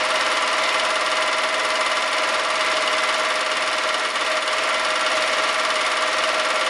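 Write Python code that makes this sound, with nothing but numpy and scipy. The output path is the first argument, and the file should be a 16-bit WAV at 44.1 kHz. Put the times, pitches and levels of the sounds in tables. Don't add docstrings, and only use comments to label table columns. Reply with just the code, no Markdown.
import sys
import numpy as np
from scipy import signal
from scipy.fft import rfft, irfft, next_fast_len
from scipy.io import wavfile
from scipy.ndimage import uniform_filter1d, map_coordinates

SR = 44100
rng = np.random.default_rng(int(sys.argv[2]) if len(sys.argv) > 2 else 0)


def waveform_to_disk(signal):
    frames = np.transpose(np.atleast_2d(signal))
    scaled = np.clip(frames, -1, 1) * 32767
    samples = np.round(scaled).astype(np.int16)
    wavfile.write(sys.argv[1], SR, samples)


def invert_db(level):
    return 10 ** (np.asarray(level, dtype=float) / 20)


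N = 295029

# t/s, speed/(turns per s)
CRANK_SPEED = [(0, 18.754), (.7, 18.7595), (1.5, 18.758), (3.5, 18.745), (6.7, 18.742)]
START_TURN, TURN_S = -.0154, 1 / 18.75
# t/s, position (0 above - 1 beside)
LISTENER_SIDE = [(0, 0), (1.5, 0.058), (3, 0.24), (4, 0.76), (5, 0.79), (6.7, 0.88)]

# f/Hz, level/dB
RUSH_SPECTRUM = [(15, -66), (25, -33), (160, -29.5), (296, -21.5), (459, -16.5), (564, -23), (625, -9.5),
                 (768, -14), (1190, -11), (1460, -16.5), (2100, -7.5), (5430, -20.5), (7990, -31.5),
                 (9570, -32.5), (11800, -41), (15300, -82), (22000, -120)]
# f/Hz, level/dB
SHAFT_TONES = [(417, -57.5), (437, -50), (526, -47.5), (550, -59), (573, -46.5), (598, -49), (650, -54),
               (663, -51.5), (697, -49.5), (725, -48.5)]
FAN_ORDER, FAN_DB = 33.375, -32

FIN_ORDERS = [109, 117, 103]
# level above/dB, level beside/dB, phase/rad
FIN_LEVELS = [(-38.5, -48, 3.14), (-56, -43, 1.5), (-54, -41, 1.5)]
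QUIET_TIMES = [0, 2.32, 3.9, 5.55]
QUIET_S, QUIET_DB = 0.1, -12

# t into the turn/s, level/dB
INTAKE_THUMPS = [
    (0.00932, 0.9),
    (0.04947, -3.8),
    (0.0282, -12.4),
    (0.04296, -9.5),
]
# f/Hz, width/Hz, level above/dB, level beside/dB
HOUSING_MODES = [(240, 100, -9.8, -10.6), (294, 59, 0.0, -0.7), (377, 100, -3.2, -4.6)]
DRONE_ORDER = 13

# t into the turn/s, level/dB
REED_SNAPS = [
    (.0343, 1.5),
    (.0395, -9),
    (0.032, -1),
    (0.056, -6),
    (.0001, -7),
]
# t into the turn/s, level/dB
SEAT_TICKS = [(0.03308, -4.7), (0.03512, -5.6), (0.03539, -7.8), (0.03927, -7.4), (0.04321, -10.1),
              (0.04747, -2.0), (0.04878, 2.0), (0.0502, 1.2), (0.05184, -7.6), (-0.00018, -9.6),
              (0.00343, -8.3), (0.00832, -7.5)]
# t into the turn/s, level/dB
REED_OPENINGS = [(.0338, -10), (.0398, -9), (.0476, -2), (.0490, .5), (.0503, 1), (.0517, -3), (.0003, -4),
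                 (.0036, -3), (.0078, -5), (.0120, -6), (.0165, -6), (.0202, -4)]
# f/Hz, width/Hz, level/dB
PLATE_MODES = [(6688, 45, -3), (7335, 140, -13), (8104, 56, -9), (8612, 56, -8), (8737, 120, -11),
               (9321, 80, -11), (9480, 30, -5), (9621, 80, -12), (9711, 35, 0), (9830, 50, -20),
               (9975, 28, -22), (10229, 165, -14)]
# f/Hz, width/Hz, level/dB
HEAD_MODES = [(2565, 50, -5), (2862, 60, -1.5), (3040, 55, -5), (3445, 60, -5), (3600, 130, -7),
              (3950, 90, -12), (4425, 120, -9), (4820, 100, -10), (5420, 280, -9)]
# f/Hz, level/dB
PUFF_SPECTRUM = [(880, -31), (1500, 8), (2120, -25), (2410, -19), (2940, 3), (3940, -5), (5420, -5.5),
                 (7840, -14.5), (9650, -19.5), (11800, -28), (15300, -69), (22000, -120)]

# t into the turn/s, level/dB
BODY_KNOCKS = [(0.00139, 2.4), (0.00483, 1.0), (0.00696, -0.0), (0.01103, -13.4), (0.01358, -18.0),
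               (0.0168, -18.0), (0.02197, -6.7), (0.026, -2.4), (0.03288, -7.5), (0.03673, -2.1),
               (0.04054, -2.0), (0.04519, 2.8), (0.04856, -7.9)]
# f/Hz, width/Hz, level above/dB, level beside/dB
BODY_MODES = [(502, 10, -12.2, -10.9), (645, 37, -10.3, -10.5), (857, 66, -15.8, -18.1),
              (935, 30, -16.6, -17.7), (995, 11, -0.9, -8), (1034, 21, -6.1, -10.6), (1152, 27, -4.8, -4.4),
              (1198, 11, -0.4, -1.6), (1315, 45, -11.1, -11.9), (1363, 15, -0.6, 0.0),
              (1421, 24, -13.7, -18.1), (1507, 50, -16.4, -14.4), (1636, 18, -4.4, -5.0),
              (1814, 21, -14.1, -13.0), (1882, 30, -11.8, -10.6), (1947, 32, -13.6, -11.6),
              (1975, 13, -21.3, -15.6), (2038, 10, -12, -14), (2201, 28, -7.6, -6.5),
              (2277, 21, -12.6, -11.2), (2361, 11, -14.2, -13.9)]
# f/Hz, width/Hz, level/dB
FRAME_MODES = [(511.6, 22, -7.5), (634, 40, -7.5), (1002, 90, -9.5), (1135, 143, -7), (1380, 41, -2),
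               (1650, 87, -8), (1862, 45, -3), (2044, 11.5, -3.5), (2210, 15, -12.5)]

# f/Hz, level under the mean/dB
TREBLE_GATE = [(7000, -8), (8300, -4.5), (9000, -5), (9400, -11), (10200, -6.5), (10700, -.5), (11000, 0),
               (11250, -2), (11600, 0), (11900, 2.5)]
# t/s, level/dB
LOUDNESS = [(0, -20), (1.3, -20.5), (2.2, -21), (3, -20), (3.6, -21.5), (4.4, -21.5), (5.2, -20.5),
            (6.7, -20.5)]
# t/s, level/dB
GAIN_DIPS = [
    (1.49, -2),
    (2.08, -2),
    (2.45, -1),
    (3.45, -1.5),
    (4.11, -2.5),
    (4.41, -2),
    (4.8, -1),
]
DIP_FALL_S, DIP_RISE_S = 0.015, 0.038
CEILING = .47


def unit(x):
    return x / np.sqrt(np.mean(x ** 2) + 1e-20)


def curves(rows):
    s, *cols = np.transpose(rows)
    return [np.interp(np.arange(N) / SR, s, c) for c in cols]


def wobble(rate):
    knots = rng.standard_normal(int(N * rate / SR) + 4)
    return map_coordinates(knots, [np.arange(N) * rate / SR])


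def dips(rows, fall_s, rise_s):
    rows = np.array(rows)
    since = np.arange(N) / SR - rows[:, :1]
    width_s = np.where(since < 0, fall_s, rise_s)
    return rows[:, 1] @ np.exp(-(since / width_s) ** 2)


def filtered(x, response):
    m = next_fast_len(N + SR // 2)
    hz = np.fft.rfftfreq(m, 1 / SR) + 1e-3
    return irfft(rfft(x, m) * response(hz), m)[:N]


def band(x, low_hz, high_hz):
    return filtered(x, lambda f: 1 / (1 + (low_hz / f) ** 12) / (1 + (f / high_hz) ** 12))


def coloured(x, points):
    hz, db = np.transpose(points)
    return unit(filtered(x, lambda f: invert_db(np.interp(np.log(f), np.log(hz), db))))


def rung(x, modes):
    def response(f):
        total = 0
        for k, (centre, width, db) in enumerate(modes):
            resonance = 1j * f * width / (centre * centre - f * f + 1j * f * width)
            total = total + (-1) ** k * invert_db(db) * resonance
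        return total
    return unit(filtered(x, response))


def beside_share():
    return np.clip(curves(LISTENER_SIDE)[0], 0, 1)


def heard(x, modes):
    side = beside_share()
    above = rung(x, [(hz, width, db) for hz, width, db, _ in modes])
    beside = rung(x, [(hz, width, db) for hz, width, _, db in modes])
    return (1 - side) * above + side * beside


def crank():
    return START_TURN + np.cumsum(curves(CRANK_SPEED)[0]) / SR


def blows(places, jitter_us, scatter_db):
    into_s, db = np.transpose(places)
    turn = np.arange(-1, N / SR / TURN_S)[:, None] + into_s / TURN_S
    at = np.interp(turn, crank(), np.arange(N), -1e3, 2 * N)
    at = at + jitter_us * SR / 1e6 * rng.standard_normal(turn.shape)
    size = invert_db(db + scatter_db * rng.standard_normal(turn.shape))
    inside = (at >= 8) & (at < N - 9)
    near = np.floor(at[inside])[:, None] + np.arange(-7, 9)
    off = near - at[inside][:, None]
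    shape = np.sinc(off) * np.cos(np.pi * off / 16) ** 2
    return np.bincount(near.astype(int).ravel(), (size[inside][:, None] * shape).ravel(), N)


def fading(x, t60):
    return signal.lfilter([1], [1, -invert_db(-60 / (t60 * SR))], x)


def fading_noise(x, t60):
    return fading(x, t60) * rng.standard_normal(N)


def cooling_air():
    return invert_db(-5.5 + 0.63 * wobble(9)) * coloured(rng.standard_normal(N), RUSH_SPECTRUM)


def motor():
    blade_hz = FAN_ORDER * curves(CRANK_SPEED)[0] + 1.36 * wobble(25)
    turn = np.exp(2j * np.pi * (crank() - .62))
    rock = 1 + .5 * turn + 0.076 / turn
    tone = np.real(rock * np.exp(2j * np.pi * np.cumsum(blade_hz) / SR))
    total = invert_db(FAN_DB + 23 + 1.7 * wobble(22)) * tone
    for hz, db in SHAFT_TONES:
        turns = np.cumsum(hz + 1.21 * wobble(8)) / SR
        total = total + invert_db(db + 24 + 3.1 * wobble(5)) * np.sin(2 * np.pi * turns)
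    return total


def fins():
    side = beside_share()
    quiet_db = dips([(s, QUIET_DB) for s in QUIET_TIMES], QUIET_S, QUIET_S)
    total = 0
    for order, (above, beside, phase) in zip(FIN_ORDERS, FIN_LEVELS):
        db = (1 - side) * above + side * beside + 26.0 + 2.1 * wobble(14)
        if order == FIN_ORDERS[0]:
            db = db + quiet_db
        total = total + invert_db(db) * np.sin(2 * np.pi * order * crank() + phase + 0.27 * wobble(6))
    return total


def snaps():
    shut = blows(REED_SNAPS, jitter_us=60, scatter_db=1.5)
    return invert_db(-35.5) * unit(band(fading_noise(shut, t60=.012), 9900, 11000))


def intake():
    thumps = blows(INTAKE_THUMPS, jitter_us=50, scatter_db=1.2)
    gulps = band(heard(thumps, HOUSING_MODES), 200, 420)
    drone = invert_db(-29.0 + 1.5 * wobble(6)) * np.sin(2 * np.pi * DRONE_ORDER * crank() + 1.34)
    return invert_db(-22) * gulps + drone


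def valves():
    ticks = blows(SEAT_TICKS, jitter_us=6, scatter_db=1.4)
    slaps = blows(REED_OPENINGS, jitter_us=35, scatter_db=1.5)
    rattle = fading_noise(slaps, t60=0.0029)
    spit = coloured(fading_noise(slaps, t60=0.0024), PUFF_SPECTRUM)
    puff = coloured(fading_noise(slaps, t60=.04), PUFF_SPECTRUM)
    plate = band(rung(ticks, PLATE_MODES), 6000, 10600)
    strike = invert_db(-0.5) * unit(slaps) + unit(rattle)
    head = band(invert_db(-11.0) * rung(strike, HEAD_MODES), 2180, 5950)
    return invert_db(-18.5) * plate + head + invert_db(-22.0) * spit + invert_db(-17.0) * puff


def body():
    knocks = blows(BODY_KNOCKS, jitter_us=12, scatter_db=1.38)
    casting = band(heard(knocks, BODY_MODES), 396, 2250)
    simmer = unit(3.0 + unit(fading(knocks, t60=0.032))) * rng.standard_normal(N)
    return invert_db(-4.5) * casting + invert_db(-9.5) * rung(simmer, FRAME_MODES)


def scene():
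    background = cooling_air() + motor() + fins()
    pump = snaps() + intake() + valves() + body()
    return (background + pump)[None]


def treble_gate(x):
    hz, _, z = signal.stft(x, SR, nperseg=2048)
    bins = z[:-1]
    power = (abs(bins) ** 2).reshape(128, 8, -1).mean(axis=1)
    power = uniform_filter1d(np.repeat(power, 8, axis=0), size=2, axis=1)
    edge_hz, under_db = np.transpose(TREBLE_GATE)
    threshold_db = np.interp(hz[:-1], edge_hz, under_db, left=-99)
    least = invert_db(2 * threshold_db) * power.mean(axis=1)
    kept = bins * (power > least[:, None])
    return signal.istft(np.vstack([kept, z[-1:]]), SR, nperseg=2048)[1][:N]


def top_cut(x):
    return signal.sosfilt(signal.butter(12, 11910, fs=SR, output="sos"), x)


def record(dry):
    gain_db = curves(LOUDNESS)[0] + dips(GAIN_DIPS, DIP_FALL_S, DIP_RISE_S)
    level = treble_gate(dry[0])[None] * invert_db(gain_db)
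    mix = level / (1 + abs(level / CEILING) ** 6) ** (1 / 6)
    return top_cut(mix)


dry = scene()
out = record(dry)
waveform_to_disk(out)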